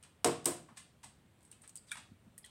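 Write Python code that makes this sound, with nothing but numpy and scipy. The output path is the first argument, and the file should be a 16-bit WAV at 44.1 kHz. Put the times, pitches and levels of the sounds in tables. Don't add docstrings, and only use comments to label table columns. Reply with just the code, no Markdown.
import sys
import numpy as np
from scipy import signal
from scipy.fft import rfft, irfft
from scipy.io import wavfile
from scipy.ndimage import uniform_filter1d

SR = 44100
rng = np.random.default_rng(int(sys.argv[2]) if len(sys.argv) > 2 else 0)


def generate_wav(signal):
    frames = np.transpose(np.atleast_2d(signal))
    scaled = np.clip(frames, -1, 1) * 32767
    pcm = np.round(scaled).astype(np.int16)
    wavfile.write(sys.argv[1], SR, pcm)


N = 110250

# frequency_hz, level_db
SCUFF_SPECTRUM = [(150, -30.5), (450, -9.5), (900, 6), (1800, 9), (3500, 4.5), (6000, 3), (8500, 3.5),
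                  (11000, -2.5), (16000, -14)]


def amp(db):
    return 10 ** (np.asarray(db) / 20)


def unit(x):
    return x / np.sqrt(np.sum(x ** 2) + 1e-20)


def read(points, hz):
    frequency_hz, value = np.transpose(points)
    return np.interp(np.log(hz + 1), np.log(frequency_hz + 1), value)


def add(mix, start_s, sound):
    part = mix[round(start_s * SR):][:len(sound)]
    part += sound[:len(part)]


def colour(x, points, tilt_db=0, size=4096):
    pivot_hz = 6000
    hz = abs(np.fft.fftfreq(size, 1 / SR))
    octaves = np.log2(np.maximum(hz, pivot_hz / 10) / pivot_hz)
    log_gain = np.log(amp(read(points, hz) + tilt_db * octaves))
    response = np.exp(np.conj(signal.hilbert(log_gain)))
    taps = np.fft.ifft(response).real[:size // 2]
    return signal.fftconvolve(x, taps)[:len(x)]


def burst(scale_s, grit_db):
    u = np.arange(SR // 2) / SR / scale_s
    grain_db = grit_db * np.clip(rng.standard_normal(len(u)), -2, 2)
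    grains = rng.standard_normal(len(u)) * amp(grain_db)
    envelope = u * np.exp(-2 * u - u ** 2 / 2)
    spectrum = rfft(grains * envelope)
    local_level = np.sqrt(abs(uniform_filter1d(abs(spectrum) ** 2, size=300)) + 1e-20)
    return unit(irfft(spectrum / local_level)[:len(u) // 2])


def chip(x, pitch_hz):
    lift_db, width_octaves = 7, 0.21
    hz = np.geomspace(SR / 400, SR / 2, 200)
    lift = lift_db * np.exp(-(np.log2(hz / pitch_hz) / width_octaves) ** 2)
    return unit(colour(x, np.transpose([hz, lift])))


def knocks():
    # start_s, crack_db, crush_time_scale_s, crack_tilt_db_per_octave,
    # thud_db, ring_db, mode_favoured_by_the_spot_hz, ring_swell_time_constant_s
    contacts = [(0.2445, -1.5, 0.0045, -1.57, 1, 5.5, 440.4, 0.0043),
                (0.444, -30.5, 0.0042, 1.5, -44, -38, 346, 0.0043),
                (.4560, -3, 0.004, 4, -4, -5.5, 346, .008)]
    # frequency_hz, level_db
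    crack_spectrum = [(200, -9.5), (900, 9), (1800, -2.5), (3600, 1), (4400, -4.5), (5150, 3.5), (6000, -1),
                      (8000, 3.5), (11000, 0), (16000, -6)]
    # frequency_hz, level_db
    thud_spectrum = [(30, -27), (60, -8.5), (110, 8.5), (190, 8), (270, 15), (430, 9.5), (720, 14.5),
                     (830, 2), (980, 8), (1300, 4.5), (1700, 0), (3000, -5.5), (8000, -44.5)]
    # frequency_hz, level_db, t60_s
    counter_modes = [(99.1, -51, 0.53), (139.6, -48, 0.54), (159, -48, 0.88), (251, -38.5, 0.38),
                     (296.2, -40, 0.35), (345, -34.5, 0.35), (357.6, -36, 0.26), (413.7, -35.5, 0.24),
                     (468.7, -34.5, 0.31), (608, -47, 0.3), (640, -43, 0.36), (724, -40, 0.32),
                     (732.7, -43.5, 0.32), (938, -44.5, .27), (1023, -45.5, 0.31), (1051, -48, .28)]
    thud_t60_s, thud_rise_s, counter_lag_s = 0.32, 0.0027, 0.001506
    favour_db, favour_octaves = 7.5, 0.12
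    cracks, thuds, ring = np.zeros(N), np.zeros(N), np.zeros(N)
    t = np.arange(SR * 3 // 4) / SR
    panel_envelope = (1 - np.exp(-t / thud_rise_s)) * amp(-60 * t / thud_t60_s)
    for start_s, crack_db, crush_s, tilt_db, thud_db, ring_db, spot_hz, swell_s in contacts:
        crack = colour(burst(crush_s, grit_db=6), crack_spectrum, tilt_db)
        add(cracks, start_s, amp(crack_db) * crack)
        panels = colour(unit(rng.standard_normal(len(t)) * panel_envelope), thud_spectrum)
        modes = np.zeros(len(t))
        for hz, db, t60_s in counter_modes:
            favour = favour_db * np.exp(-(np.log2(hz / spot_hz) / favour_octaves) ** 2)
            tone = np.sin(2 * np.pi * (hz * t + rng.random()))
            modes += amp(db + favour - 60 * t / t60_s) * tone
        swell = 1 - np.exp(-t / swell_s)
        add(thuds, start_s + counter_lag_s, amp(thud_db) * panels)
        add(ring, start_s + counter_lag_s, amp(ring_db) * swell * modes)
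    return cracks, thuds, ring


def ticks():
    # start_s, level_db, time_scale_s,
    # tilt_db_per_octave, chip_pitch_hz, room_db
    shell_ticks = [(0.0265, -33, 0.0037, -1.5, 9050, -6.5), (0.0355, -29.5, 0.0021, -1.5, 2610, -10),
                   (0.777, -29, .004, 2, 9300, -3.5), (1.0355, -37, 0.002, 4, 13500, -6),
                   (1.0434, -29, 0.0034, -2, 8800, -6), (1.428, -43.5, 0.0037, 5.5, 10340, 0),
                   (1.4503, -39.5, 0.0031, 3, 8700, -3.5), (1.514, -29, 0.0031, 3, 8940, -9),
                   (1.523, -34, 0.0075, -2, 2880, -1.5), (1.6177, -37.5, 0.0045, 6, 8700, -0.5),
                   (1.6767, -31.5, 0.0018, 4, 8650, -12), (1.6935, -30, 0.0022, 4.5, 6800, -12),
                   (1.7558, -25, 0.0016, 6.5, 8450, -9), (1.764, -29, 0.002, 2, 7450, -10),
                   (1.7717, -28.5, .003, 5, 7600, -15), (1.91, -34, 0.0024, -3.5, 9000, -2),
                   (1.9150, -19, 0.003, 4.5, 9700, -9), (1.924, -20.5, 0.0031, -0.5, 10100, -7),
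                   (1.9785, -32.5, .005, -3, 7900, -5), (2.3788, -28.5, 0.0031, 11, 10500, -11),
                   (2.386, -33.5, 0.0016, 3, 9260, -9.5), (2.447, -33, 0.0022, 5, 8920, -14),
                   (2.46, -31, 0.0024, 1, 10800, -18)]
    # frequency_hz, level_db
    tick_spectrum = [(200, -20), (1000, -5), (3000, -1.5), (6000, -4.5), (8300, 0.5), (10500, -3.5),
                     (16000, -11.5)]
    rattle_s, rattle_db = 0.0105, -3.5
    crackle_start_s, crackle_end_s, crackle_per_s = 1.38, 1.88, 45
    crackle_db, crackle_spread_db, crackle_room_db = -52, 3, -4
    direct, to_room = np.zeros(N), np.zeros(N)
    for start_s, db, scale_s, tilt_db, pitch_hz, room_db in shell_ticks:
        snap = burst(scale_s, grit_db=4.5)
        snap = snap + amp(rattle_db) * burst(rattle_s, grit_db=7)
        tick = amp(db) * colour(chip(snap, pitch_hz), tick_spectrum, tilt_db)
        add(direct, start_s, tick)
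        add(to_room, start_s, amp(room_db) * tick)
    t = np.arange(N) / SR
    within_span = (t > crackle_start_s) * (t < crackle_end_s)
    clicks = (rng.random(N) < crackle_per_s / SR) * within_span
    click_db = crackle_db + crackle_spread_db * rng.standard_normal(N)
    crackle = colour(clicks * amp(click_db), tick_spectrum)
    return direct + crackle, to_room + amp(crackle_room_db) * crackle


def pops():
    # start_s, pitch_hz, level_db, t60_s, room_db
    pockets = [(0.053, 1400, -45, .012, -10), (0.688, 1080, -39, 0.013, 4), (1.0375, 982, -31, 0.01, -3),
               (1.044, 833, -33, 0.009, -2.5), (1.781, 4850, -38, 0.014, -9), (1.885, 4760, -43, .008, -18),
               (1.894, 3680, -37, 0.0095, -17), (1.9105, 3320, -30.5, 0.0092, -8),
               (1.9158, 3560, -20.5, 0.01, -11.5), (1.9158, 1444, -21, 0.037, -6.5),
               (1.916, 2353, -16.5, 0.058, -10.5), (1.916, 1703, -21.5, 0.023, -10),
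               (1.9545, 960, -37, 0.015, -5), (1.9545, 2260, -35, 0.022, -8),
               (1.9705, 1550, -36.5, .025, -10), (1.974, 3570, -37, 0.011, -5.5),
               (1.977, 1070, -35.5, 0.012, -10), (2.3778, 1897, -39.5, 0.033, -16.5),
               (2.4315, 4980, -47, 0.015, -13), (2.442, 3350, -35.5, 0.0068, -5),
               (2.442, 4100, -41.5, .02, -4), (2.442, 1936, -33.5, 0.055, -13),
               (2.4485, 3160, -36, 0.0086, -4)]
    push_s, push_grit = 0.00077, 0.4
    fizz_s, fizz_db = 0.0076, -11
    direct, to_room = np.zeros(N), np.zeros(N)
    t = np.arange(SR // 10) / SR
    for start_s, hz, db, t60_s, room_db in pockets:
        push = t * np.exp(-t / push_s) * (1 + push_grit * rng.standard_normal(len(t)))
        envelope = signal.fftconvolve(push, amp(-60 * t / t60_s))[:len(t)]
        ring = unit(envelope * np.sin(2 * np.pi * (hz * t + rng.random())))
        fizz = unit(colour(chip(burst(fizz_s, grit_db=4), hz), SCUFF_SPECTRUM))[:len(t)]
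        pop = amp(db) * (ring + amp(fizz_db) * fizz)
        add(direct, start_s, pop)
        add(to_room, start_s, amp(room_db) * pop)
    return direct, to_room


def scuffs():
    # start_s, level_db, time_scale_s, tilt_db_per_octave
    drags = [(0.045, -40.5, 0.011, -1.5), (0.683, -53.5, 0.017, -10), (0.763, -45, 0.006, 1),
             (0.77, -28, .01, 0), (1.030, -31, 0.016, 0.5), (1.634, -42, 0.015, -3.5),
             (1.864, -37, 0.053, 2), (1.955, -35, 0.0032, -4), (1.9685, -30.5, 0.009, -2.5),
             (2.453, -42, 0.015, 0.5)]
    out = np.zeros(N)
    for start_s, db, scale_s, tilt_db in drags:
        scuff = colour(burst(scale_s, grit_db=4), SCUFF_SPECTRUM, tilt_db)
        add(out, start_s, amp(db) * scuff)
    return out


def bumps():
    # start_s, level_db, time_scale_s
    pushes = [(0.701, -30.5, 0.023), (1.047, -31.5, 0.04), (1.982, -36, 0.012), (2.108, -24, 0.022),
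              (2.256, -26, 0.021)]
    # frequency_hz, level_db
    bump_spectrum = [(30, -36), (90, -0.5), (150, -2), (230, 4), (400, -30.5), (1500, -38), (8000, -65),
                     (16000, -65)]
    out = np.zeros(N)
    for start_s, db, scale_s in pushes:
        add(out, start_s, amp(db) * unit(colour(burst(scale_s, grit_db=12), bump_spectrum)))
    return out


def kitchen(x):
    # frequency_hz, t60_s
    room_t60 = [(150, 0.38), (500, 0.31), (1500, 0.32), (4000, 0.38), (8500, 0.31), (15000, 0.22)]
    # frequency_hz, level_db
    room_tone = [(150, 4.5), (1500, -2), (4000, 1), (6000, -2), (8400, -0.9), (10000, -.5), (12000, -1.5),
                 (16000, 0.5)]
    # delay_s, gain
    reflections = [(.0046, 0.22), (0.014, 0.17), (.026, .16), (0.029, .18)]
    build_s = 0.004
    noise = rng.standard_normal(SR * 3 // 4)
    hz, t, z = signal.stft(noise, SR, nperseg=256)
    decay = amp(-60 * t / read(room_t60, hz)[:, None])
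    tail = signal.istft(z * decay, SR, nperseg=256)[1]
    tail = unit(tail * (1 - np.exp(-np.arange(len(tail)) / SR / build_s)))
    for delay_s, gain in reflections:
        add(tail, delay_s, np.array([gain]))
    return signal.fftconvolve(x, colour(tail, room_tone))[:N]


def scatter(x, count=3):
    turn_hz = 170
    turn = 2 * np.pi * turn_hz * np.arange(N) / SR
    tails = [kitchen(x * np.cos(turn + np.pi * k / count)) for k in range(count)]
    return np.sqrt(2 / count) * sum(tails)


def quiet_kitchen():
    # frequency_hz, level_db_per_hz (relative)
    floor_spectrum = [(20, -36), (40, -18.5), (65, -3), (100, -1), (160, -2.5), (240, -7), (400, -14.5),
                      (700, -17), (1400, -22), (3100, -25), (5400, -34), (7000, -33.5), (8600, -28),
                      (10500, -36.5), (16000, -39)]
    floor_db, patch_db = -66.5, 1
    hz, _, z = signal.stft(rng.standard_normal(N), SR, nperseg=2048)
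    patches = uniform_filter1d(rng.standard_normal(z.shape), size=12, axis=0)
    patches = uniform_filter1d(patches, size=5, axis=1)
    z = z * amp(read(floor_spectrum, hz)[:, None] + patch_db * patches / patches.std())
    noise = signal.istft(z, SR, nperseg=2048)[1][:N]
    return amp(floor_db) * np.sqrt(N) * unit(noise)


def scene():
    # frequency_hz, level_db
    microphone = [(20, -24), (45, -10.5), (85, -3), (6500, 2), (7500, 3), (8200, 8.5), (8900, 7), (9600, 1),
                  (10400, -1), (16000, -8.5)]
    crack_room_db, thud_room_db, scuff_room_db = -4, -7.5, 0
    cracks, thuds, ring = knocks()
    tick_direct, tick_room = ticks()
    pop_direct, pop_room = pops()
    rubs = scuffs()
    direct = cracks + thuds + ring + tick_direct + pop_direct + rubs + bumps()
    room = scatter(amp(crack_room_db) * cracks + tick_room + pop_room)
    room = room + kitchen(amp(thud_room_db) * thuds + amp(scuff_room_db) * rubs)
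    return (colour(direct + room, microphone) + quiet_kitchen())[None]


def record(dry):
    edge_hz = 15950
    taps = signal.firwin(401, edge_hz, window=("kaiser", 8), fs=SR)
    return signal.oaconvolve(dry, taps[None], "same")


dry = scene()
out = record(dry)
generate_wav(out)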